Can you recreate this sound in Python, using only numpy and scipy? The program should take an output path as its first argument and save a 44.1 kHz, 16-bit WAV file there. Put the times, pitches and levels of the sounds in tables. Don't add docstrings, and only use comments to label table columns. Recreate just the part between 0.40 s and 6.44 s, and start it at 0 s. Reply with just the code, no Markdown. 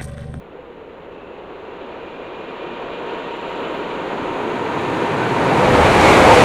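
import sys
import numpy as np
from scipy import signal
from scipy.fft import irfft, next_fast_len
from scipy.io import wavfile

SR = 44100
rng = np.random.default_rng(int(sys.argv[2]) if len(sys.argv) > 2 else 0)


def unload_wav(signal):
    wavfile.write(
        sys.argv[1],
        SR,
        np.round(np.clip(np.atleast_2d(signal).T, -1, 1) * 32767).astype(np.int16),
    )


N = 266364
T = np.arange(N) / SR
SPEED_M_S, MIC_DISTANCE_M, MOTORS_PASS_S = 38, 7, 5.68


def undb(db):
    return 10 ** (np.asarray(db) / 20)


def swell(s, half_s):
    return np.exp(-.5 * ((T - s) / half_s) ** 2)


def ramp(s, rise_s):
    return np.clip((T - s) / rise_s, 0, 1)


def wander(hz):
    n = next_fast_len(N, real=True)
    f = np.arange(n // 2 + 1) * SR / n
    weight = np.exp(-.5 * np.minimum(f / hz, 10) ** 2)
    spectrum = rng.standard_normal(len(f)) + 1j * rng.standard_normal(len(f))
    motion = irfft(weight * spectrum, n)[:N]
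    return motion / motion.std()


def shaped(x, spectra, times_s, size=2048):
    f, s, frames = signal.stft(x, SR, nperseg=size, noverlap=size - size // 4)
    octave, db = np.log2(f + 1), 0
    for rows, share in zip(spectra, np.eye(len(spectra))):
        hz, level = np.transpose(rows)
        outside = np.abs(octave - np.clip(octave, np.log2(hz[0]), np.log2(hz[-1])))
        colour = np.interp(octave, np.log2(hz), level) - 40 * outside
        db = db + np.outer(colour, np.interp(s, times_s, share))
    gain = undb(db)
    gain = gain / np.sqrt(np.mean(gain ** 2, axis=0))
    return signal.istft(frames * gain, SR, nperseg=size, noverlap=size - size // 4)[1][:N]


def blurred_tone(hz, width_hz):
    phase = 2 * np.pi * np.cumsum(np.broadcast_to(hz, N)) / SR
    return (wander(width_hz / 2) * np.cos(phase) + wander(width_hz / 2) * np.sin(phase)) / np.sqrt(2)


def firm_tone(hz, tremble, tremble_hz):
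    pitch = hz * (1 + tremble * wander(tremble_hz))
    return np.sqrt(2) * np.sin(2 * np.pi * np.cumsum(pitch) / SR)


def contact(rough_db, flutter_hz):
    force = rng.standard_normal(N) * undb(rough_db * wander(flutter_hz))
    return force / force.std()


def approach(arrival_s, near_db, db_per_doubling, db_per_m):
    distance = np.hypot(SPEED_M_S * np.maximum(arrival_s - T, 0), MIC_DISTANCE_M)
    spreading_db = db_per_doubling * np.log2(distance / MIC_DISTANCE_M)
    return near_db - spreading_db - db_per_m * (distance - MIC_DISTANCE_M)


def locomotive_pass():
    ahead_m = SPEED_M_S * (MOTORS_PASS_S - T)
    cosine = ahead_m / np.hypot(ahead_m, MIC_DISTANCE_M)
    mach = SPEED_M_S / 343
    return (1 - mach) / (1 - mach * cosine), 1 - cosine ** 2


def recorder_hiss():
    return undb(-80) * rng.standard_normal(N)


def rail_ticks(decay_s):
    # t/s, level/dB
    onsets = [(3.10, -70), (3.205, -66), (3.34, -68), (3.375, -67)]
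    bursts = sum(undb(db) * (T >= s) * np.exp(-np.abs(T - s) / decay_s) for s, db in onsets)
    return bursts * blurred_tone(13200, width_hz=2800)


def ring_and_hum():
    thin = undb(-86 + 22 * swell(3.2, .8)) * blurred_tone(7020 + 60 * T, width_hz=110)
    low_hz = 2424
    low = firm_tone(low_hz, tremble=.003, tremble_hz=25) + blurred_tone(low_hz, width_hz=30)
    return thin + undb(-49) * ramp(1.35, rise_s=.4) * low / np.sqrt(2)


def metal_flares():
    # t/s, f/Hz, width/Hz, half length/s, level/dB
    flares = [(.85, 2630, 220, .13, -52), (3.27, 3000, 50, .07, -44), (3.37, 13150, 500, .04, -73),
              (4.788, 1500, 30, 0.061, -29.5), (5.7, 728, 260, 0.081, -15.5), (5.906, 900, 90, 0.03, -10)]
    return sum(undb(db) * swell(s, half_s) * blurred_tone(hz, width)
               for s, hz, width, half_s, db in flares)


def bogie_drone(width_hz, blur_db):
    # t/s, half length/s, f/Hz, sag/(Hz/s), level of the firm core/dB
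    bogies = [(5.33, .12, 498, 70, -21), (5.94, .09, 498, 280, -11.8)]
    drone = undb(-48) * blurred_tone(496, width_hz)
    for s, half_s, hz, sag, db in bogies:
        pitch = hz - sag * (T - s)
        core = firm_tone(pitch, tremble=.015, tremble_hz=25)
        blur = undb(blur_db) * blurred_tone(pitch, width_hz)
        drone += undb(db) * swell(s, half_s) * (core + blur)
    return drone


def cooling_fan():
    doppler, _ = locomotive_pass()
    blades = firm_tone(2470 * doppler, tremble=.018, tremble_hz=90)
    return undb(-23) * swell(MOTORS_PASS_S, .065) * blades


def axle_knocks(gain_db, scatter):
    # t/s, peak level before gain_db/dB
    blows = [(0.38, -29), (0.474, -31), (0.749, -32), (0.835, -32), (1.004, -29), (1.105, -23),
             (1.345, -24), (1.94, -27), (2.228, -22), (3.041, -27), (3.222, -14), (4.115, -13), (4.372, -9),
             (5.451, -6), (5.851, -4)]
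    # f/Hz, t60/s, relative level/dB
    modes = [(317, 0.037, -5), (420, 0.035, -1.5), (492.5, .045, -6), (680, .03, -10), (925, .03, -12),
             (1330, 0.016, -14)]
    hz, t60, db = np.transpose(modes)[:, :, None]
    track, t = np.zeros(N + SR), T[:SR // 5]
    decays = undb(db) * np.exp(-np.log(1000) * t / t60)
    for s, peak_db in blows:
        detuned_hz = hz * (1 + scatter * rng.standard_normal(hz.shape))
        ring = np.sum(decays * np.sin(2 * np.pi * detuned_hz * t), axis=0)
        ring *= 1 - np.exp(-t / .003)
        start = int(s * SR)
        track[start:start + len(t)] += undb(peak_db + gain_db) * ring / np.abs(ring).max()
    return track[:N]


def motor_whine():
    # f/Hz, width/Hz, relative level/dB
    lines = [(932, 21, -19), (951, 9, -15), (940, 90, -14), (1544, 34, -24), (1793, 3.5, -23),
             (1880, 9.7, -23.5), (2003, 6.2, -31)]
    doppler, side_on = locomotive_pass()
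    level_db = approach(5.68, near_db=-12.7, db_per_doubling=.7, db_per_m=.145)
    beam_db = 4.5 * swell(2.78, .25) - 6 * side_on
    gear_mesh = undb(-14) * firm_tone(931.5 * doppler, tremble=.005, tremble_hz=11.4)
    blurred = sum(undb(db) * blurred_tone(hz * doppler, width) for hz, width, db in lines)
    return undb(level_db + beam_db) * (gear_mesh + blurred)


def steel_hiss(boost_db):
    # f/Hz, relative level/dB
    far = [(3500, -10), (5200, -3), (6600, 1), (7100, 3), (7600, -7.5), (9500, -13), (11500, -14),
           (15500, -14)]
    mid = [(3500, -19), (5200, -6.5), (6600, 3.5), (7100, 3), (7600, -5), (9500, -6.5), (11500, -16),
           (15500, -16)]
    near = [(3500, -6), (5200, 0.5), (6600, -0.5), (7100, -0.5), (7600, -2), (9500, -5.5), (11500, -13.5),
            (15500, -23)]
    hiss = shaped(contact(rough_db=.5, flutter_hz=35), [far, mid, near], times_s=[1.8, 4.2, 5.4])
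    level_db = approach(5.7, near_db=-32.6, db_per_doubling=5.6, db_per_m=.1)
    return undb(level_db + boost_db) * hiss


def rail_song(boost_db):
    # f/Hz, relative level/dB
    far = [(1400, -4), (1900, -5.5), (2300, -2), (2750, 1.5), (3200, -4), (4000, -10), (4500, -19),
           (5100, -31), (6500, -50)]
    near = [(1400, -15), (1900, -0.5), (2300, 2), (2750, -3), (3200, -6.5), (4000, -9.5), (4500, -13.5),
            (5100, -23.5), (6500, -40)]
    song = shaped(contact(rough_db=.65, flutter_hz=30), [far, near], times_s=[2.8, 5.2])
    level_db = approach(5.76, near_db=-20.9, db_per_doubling=3.7, db_per_m=.082)
    return undb(level_db + boost_db) * song


def ground_rumble(boost_db, floor_db=-50):
    # f/Hz, relative level/dB
    far = [(20, 2), (40, -5), (75, 3.5), (125, -7), (170, 3.5), (240, -7)]
    bend = [(20, -4), (60, -11), (90, -4.5), (125, -10), (170, 6), (240, -20)]
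    mid = [(20, -14), (60, -34), (88, -8.5), (130, 2.5), (165, 0.5), (240, -17)]
    near = [(20, -24), (50, -11), (85, 2), (120, -5), (160, 0.5), (240, -14)]
    force = contact(rough_db=.24, flutter_hz=9.2)
    rumble = shaped(force, [far, bend, mid, near], times_s=[1.5, 3.4, 4.97, 5.35])
    level_db = approach(5.35, near_db=-20.8, db_per_doubling=4.9, db_per_m=.08)
    return np.hypot(undb(level_db + boost_db), undb(floor_db)) * rumble


def wheel_roar(boost_db):
    # f/Hz, relative level/dB
    far = [(120, -26), (175, -15), (230, -10), (300, -5.5), (460, 0), (520, -1), (600, -8.5), (900, -11.5),
           (1250, -15), (1700, -20.5), (2400, -25)]
    mid = [(120, -25), (190, -10.5), (270, -3.5), (350, 0.5), (470, 1), (600, -2.5), (800, -7.5),
           (1000, -5.5), (1400, -10.5), (1700, -17), (2400, -23.5)]
    close = [(120, -28), (200, -5), (270, -1), (380, 2), (470, -0.5), (600, -6), (780, -5.5), (950, -2.5),
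             (1100, -8.5), (1500, -10.5), (1800, -19), (2400, -25.5)]
    near = [(120, -29), (200, -3.5), (290, -2), (400, 1.5), (560, -1.5), (640, -0.5), (780, -0.5),
            (950, -2.5), (1300, -6.5), (1700, -11), (2400, -23.5)]
    force = contact(rough_db=.34, flutter_hz=25)
    roar = shaped(force, [far, mid, close, near], times_s=[.5, 2.8, 4.6, 5.5])
    level_db = approach(5.73, near_db=-11.3, db_per_doubling=2.6, db_per_m=.071)
    return undb(level_db + boost_db) * roar


def rolling():
    # t/s, half length/s, roar/dB, rumble/dB, rails and hiss/dB
    surges = [(1.4, .2, 1.5, 0, 1.2), (2.35, .25, 1.3, 0, 0), (2.74, .06, 1.3, 1, 1.3),
              (3.25, .12, 1.2, 0, 1), (3.85, .2, .7, 2.2, 0), (4.55, .09, .6, 2, 1.2), (4.98, .04, 0, 3, 0),
              (5.36, .07, 1, 3, 1), (5.7, .045, .8, 0, 1.5), (5.85, .04, 0, 4.5, 0), (5.97, .06, 0, 0, 1.5)]
    roar_db, rumble_db, treble_db = sum(np.outer(db, swell(s, half_s)) for s, half_s, *db in surges)
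    bend = swell(2.5, .85)
    bridge_db = 1.3 * ramp(4.96, rise_s=.15)
    roar = wheel_roar(roar_db + bridge_db)
    rumble = ground_rumble(rumble_db)
    rails = rail_song(treble_db + bridge_db + 5.4 * bend)
    hiss = steel_hiss(treble_db + bridge_db + bend)
    return roar + rumble + rails + hiss


def scene():
    track = rolling() + axle_knocks(gain_db=-5, scatter=.039)
    steel = ring_and_hum() + metal_flares() + rail_ticks(decay_s=.018)
    drone = bogie_drone(width_hz=50, blur_db=-2)
    return (recorder_hiss() + track + steel + drone + motor_whine() + cooling_fan())[None]


def record(dry):
    rounded = dry / (1 + dry ** 8) ** (1 / 8)
    lowpass = signal.ellip(10, .1, 70, 15700, fs=SR, output="sos")
    return signal.sosfilt(lowpass, rounded)


dry = scene()
out = record(dry)
unload_wav(out)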